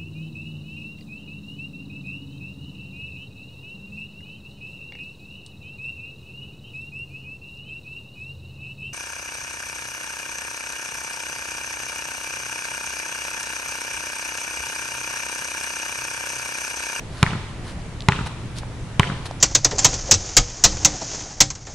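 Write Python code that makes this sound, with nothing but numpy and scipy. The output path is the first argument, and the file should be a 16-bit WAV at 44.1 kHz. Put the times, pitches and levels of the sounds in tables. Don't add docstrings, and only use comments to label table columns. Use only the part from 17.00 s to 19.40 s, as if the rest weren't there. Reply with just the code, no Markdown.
import sys
import numpy as np
from scipy import signal
from scipy.fft import rfft, irfft
from scipy.io import wavfile
from scipy.ndimage import uniform_filter1d

SR = 44100
rng = np.random.default_rng(int(sys.argv[2]) if len(sys.argv) > 2 else 0)


def dump(signal):
    limited = np.clip(np.atleast_2d(signal).T, -1, 1)
    pcm = np.round(limited * 32767).astype(np.int16)
    wavfile.write(sys.argv[1], SR, pcm)


N = 105840


# t/s, thump/dB, slap/dB, treble/dB, ping f/Hz, ping/dB, shell f/Hz, shell/dB,
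# inner air/dB, nearest echo/dB
BOUNCE_HITS = [(0.2287, -2.5, 0, 0, 2426, -3.5, 1315, -20, -5.5, -1.5),
               (1.0859, -2.5, 0, -5, 2074, -10, 852, -6.5, 2, 3),
               (1.9959, -2.5, -0.5, 0.5, 3040, -6.5, 1114, -6, -2.5, 0.5)]
def dribble():
    treble_hz, left_bias_db, ring_spill = 6500, 0.54, 0.27
    out, t = np.zeros((2, N)), np.arange(SR // 4) / SR
    for s, thump_db, slap_db, treble_db, *ring_settings, nearest_db in BOUNCE_HITS:
        thumps, slaps, rings = np.zeros((3, 2, N))
        add(thumps, s, amp(thump_db) * thump(t))
        add(slaps, s, amp(slap_db) * slap(t))
        add(rings, s, ring(t, *ring_settings))
        soft = signal.lfilter(*signal.butter(1, treble_hz, fs=SR), slaps)
        near = (soft + amp(treble_db) * (slaps - soft)) * amp([[left_bias_db], [-left_bias_db]])
        spill = slaps + ring_spill * rings
        out += thumps + rings + near + echoes(thumps, spill, nearest_db) + street_tail(thumps + spill)
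    return out


def thump(t):
    hz, decay_s, squash_turns, squash_s = 122.2, 0.0088, 0.25, 0.001
    turns = hz * t + squash_turns * (1 - np.exp(-t / squash_s))
    return -np.sin(2 * np.pi * turns) * np.exp(-(t / decay_s) ** 2.8)


# f/Hz, relative level/dB
SLAP_SPECTRUM = [(100, -19.5), (300, -11), (550, -16), (900, -1.5), (1250, -1.5), (1650, -4), (2300, 0),
                 (3400, -8.5), (4100, -9.5), (4700, -16.5), (6300, -19), (9500, -20), (12000, -38.5),
                 (16000, -37)]
def slap(t):
    hold_s, decay_s = 0.0012, 0.0012
    lift_s, lift_decay_s, lift_cutoff_hz = 0.008, 0.005, 1020
    envelope = np.exp(-np.maximum(t - hold_s, 0) / decay_s)
    mid = burst(envelope, passes=5)
    side = amp(-12.5) * signal.lfilter(*signal.butter(1, 1500, "high", fs=SR), burst(envelope))
    out = np.array([mid + side, np.roll(mid - side, shift=1)])
    flutter = signal.lfilter(*signal.butter(2, lift_cutoff_hz, fs=SR), burst(np.exp(-t / lift_decay_s)))
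    add(out, lift_s, amp(-2.5) * flutter)
    return amp(-4) * np.linalg.norm(envelope) * colour(out, SLAP_SPECTRUM)


# f/Hz, relative level/dB, T60/s
CAVITY_MODES = [(395.7, -20, 0.087), (1010, -21, 0.09), (1390, -21, 0.044), (2170, -30, 0.035),
                (2985, -27, 0.029), (4000, -20.5, 0.031)]
def ring(t, ping_hz, ping_db, shell_hz, shell_db, cavity_db):
    ping_t60_s, shell_t60_s, shell_rise_s = 0.012, 0.035, 0.00088
    ping = amp(ping_db - 60 * t / ping_t60_s) * np.sin(2 * np.pi * ping_hz * t)
    swing = (1 - np.exp(-t / shell_rise_s)) * amp(shell_db - 60 * t / shell_t60_s)
    shell = swing * np.sin(2 * np.pi * shell_hz * t)
    cavity = sum(amp(db - 60 * t / t60) * np.sin(2 * np.pi * hz * t) for hz, db, t60 in CAVITY_MODES)
    return shell - ping - amp(cavity_db) * cavity


# delay/s, slap/dB, thump/dB, centre f/Hz, spread/s
WALL_ECHOES = [(.0349, -3, -25, 1850, 0.0004), (.044, -12, -30, 1430, .003), (.075, -16, -26, 2900, .009),
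               (.1032, -12.5, -16.5, 1400, 0.0042), (.124, -20, -16.5, 1400, .005)]
def echoes(thumps, spill, nearest_db):
    width = 0.6
    out, t = np.zeros((2, N)), np.arange(SR // 20) / SR
    for k, (delay_s, slap_db, thump_db, hz, spread_s) in enumerate(WALL_ECHOES):
        envelope = np.exp(-t / spread_s)
        wall = burst(envelope, passes=6) + width * np.array([burst(envelope), burst(envelope)])
        scattered = signal.fftconvolve(band(spill, hz, q=5.8), wall, axes=1)[:, :N]
        add(out, delay_s, amp(slap_db + nearest_db * (k == 0)) * scattered + amp(thump_db) * thumps)
    return out


# f/Hz, relative level/dB
TAIL_SPECTRUM = [(60, 7.5), (140, -17.5), (300, -1.5), (600, 8), (1300, -0.5), (2500, -1.5), (5000, 5),
                 (9000, 2.5), (13000, -2.5)]
# f/Hz, T60/s
TAIL_DECAY = [(100, 1), (500, 0.82), (1500, 1), (4000, 0.96), (10000, 0.71)]
# f/Hz, left-right correlation
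TAIL_CORRELATION = [(150, .98), (600, .9), (1500, 0.66), (4000, 0.13), (9000, 0.13)]
def street_tail(x):
    gain_db, rise_s = -11, 0.021
    hz, t, (a, b) = signal.stft(rng.standard_normal((2, SR)), SR, nperseg=256)
    hz = hz[:, None]
    level_db = read(TAIL_SPECTRUM, hz) - 60 * t / read(TAIL_DECAY, hz)
    spectra = stereo(a, b, read(TAIL_CORRELATION, hz)) * amp(level_db)
    rise = 1 - np.exp(-np.arange(SR) / SR / rise_s)
    tail = signal.istft(spectra, SR, nperseg=256)[1][:, :SR] * rise
    return amp(gain_db) * signal.fftconvolve(x, tail / np.linalg.norm(tail[0]), axes=1)[:, :N]


# t/s, level/dB, centre f/Hz, Q, decay/s
TAP_HITS = [(1.0061, -23.5, 4000, 3.6, 0.0011), (1.0214, -27.5, 4000, 4.1, .0008),
            (1.269, -31.5, 890, 2.7, 0.0069), (1.5852, -25.5, 4970, 2.1, 0.0021),
            (1.631, -30.5, 910, 2.5, 0.0045), (2.2558, -31, 900, 0.57, 0.0047),
            (2.3102, -23.5, 704, 3.6, 0.0034), (2.312, -35.5, 4600, 3.5, 0.0021)]
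def taps():
    out, t = np.zeros((2, N)), np.arange(SR // 10) / SR
    for s, db, hz, q, decay_s in TAP_HITS:
        envelope = np.exp(-t / decay_s)
        contact = burst(envelope) + 0.22 * np.array([burst(envelope), burst(envelope)])
        knock = band(band(contact, hz, q / 2), hz, q / 2)
        add(out, s, amp(db) * knock * np.linalg.norm(envelope) / np.linalg.norm(knock[0]))
    return out


# centre t/s, grit/dB, Gaussian sigma/s, scrape/dB
SHOE_SLIDES = [(0.21, -44.5, 0.063, -44.5), (0.686, -44.5, 0.03, -43.5), (1.269, -37.5, 0.0072, -33),
               (1.581, -38.5, 0.014, -49), (2.265, -36.5, 0.0082, -38)]
# f/Hz, relative level/dB
GRIT_SPECTRUM = [(300, -22), (1500, -11), (4200, 2.5), (7000, -10), (10000, -4.5), (12000, -19),
                 (14000, -34)]
def scuffs():
    scrape_hz, scrape_q, grain_db = 1020, 0.55, 5.5
    hiss = stereo(*rng.standard_normal((2, N)), correlation=0.62)
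    grains = amp(grain_db * np.minimum(rng.exponential(1, N), 4))
    grit = unit(colour(hiss * grains, GRIT_SPECTRUM))
    friction = stereo(*rng.standard_normal((2, N)), correlation=1.0)
    scrape = unit(band(band(friction, scrape_hz, scrape_q), scrape_hz, scrape_q))
    t = np.arange(N) / SR
    return sum(np.exp(-0.5 * ((t - s) / sigma_s) ** 2) * (amp(grit_db) * grit + amp(scrape_db) * scrape)
               for s, grit_db, sigma_s, scrape_db in SHOE_SLIDES)


# f/Hz, relative density/dB
OUTDOOR_SPECTRUM = [(15, -7), (45, 1), (75, -3), (125, -2), (190, -7.5), (300, -13.5), (600, -19.5),
                    (1200, -22.5), (2500, -27), (5000, -34), (9000, -37), (10800, -40), (11700, -52),
                    (12500, -80)]
# f/Hz, left-right correlation
OUTDOOR_CORRELATION = [(30, 0.84), (130, 0.97), (500, 0.89), (1500, 0.54), (4000, 0.15), (9000, 0.17)]
def outdoor_noise():
    rms_db = -33.5
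    hz = np.fft.rfftfreq(2048, 1 / SR)[:, None]
    a, b, c, d, drift = rng.standard_normal((N // 512 + 5, len(hz), 5)).T
    patches_db = unit(uniform_filter1d(uniform_filter1d(drift, size=20, axis=0), size=10, axis=1))
    spectra = stereo(a + 1j * b, c + 1j * d, read(OUTDOOR_CORRELATION, hz))
    spectra *= amp(read(OUTDOOR_SPECTRUM, hz) + patches_db)
    return amp(rms_db) * unit(signal.istft(spectra, nperseg=2048, noverlap=1536)[1][:, :N])


def hum():
    hz, rms_db, waver = 117.1, -41, 0.51
    t = np.arange(N) / SR
    drift = sum(np.exp(2j * np.pi * (rng.uniform(-6, 5.89) * t + rng.random())) for _ in range(12))
    tone = (1 + waver * drift / np.sqrt(12)) * np.exp(2j * np.pi * hz * t)
    return amp(rms_db) * unit(tone.real)


def amp(db):
    return 10 ** (np.asarray(db) / 20)


def unit(x):
    return x / np.sqrt(np.mean(x ** 2) + 1e-20)


def read(points, hz):
    f, value = np.transpose(points)
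    return np.interp(np.log(hz + 1), np.log(f + 1), value)


def add(mix, s, sound):
    part = mix[:, round(s * SR):][:, :sound.shape[-1]]
    part += sound[..., :part.shape[1]]


def colour(x, points, size=2048):
    log_gain = np.log(amp(read(points, abs(np.fft.fftfreq(size, 1 / SR)))))
    fir = np.fft.ifft(np.exp(np.conj(signal.hilbert(log_gain)))).real[:size // 2]
    return signal.fftconvolve(x, fir[None] / np.linalg.norm(fir), axes=1)[:, :x.shape[1]]


def band(x, hz, q):
    return signal.lfilter(*signal.iirpeak(hz, max(q, hz / SR * 4), SR), x)


def stereo(a, b, correlation):
    return np.array([a, correlation * a + np.sqrt(1 - correlation ** 2) * b])


def burst(envelope, passes=2):
    x = rng.standard_normal(len(envelope)) * envelope
    for _ in range(passes):
        spectrum = rfft(x)
        x = irfft(spectrum / (abs(spectrum) + 1e-12), len(envelope)) * np.sqrt(envelope)
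    return x / np.linalg.norm(x)


def scene():
    return dribble() + taps() + scuffs() + outdoor_noise() + hum()


# f/Hz, gain/dB
MIC_RESPONSE = [(8000, 0), (11000, -2), (12500, -7), (16000, -17)]
def record(dry):
    ceiling, cutoff_hz = 0.94, 16600
    clipped = dry / (1 + (dry / ceiling) ** 8) ** (1 / 8)
    hz = np.linspace(0, SR / 2, 129)
    rolloff = signal.firwin2(63, hz, amp(read(MIC_RESPONSE, hz)), fs=SR)
    lowpass = signal.firwin(255, cutoff_hz, window=("kaiser", 9), fs=SR)
    dull = signal.oaconvolve(clipped, rolloff[None], "same")
    return signal.oaconvolve(dull, lowpass[None], "same")


dry = scene()
out = record(dry)
dump(out)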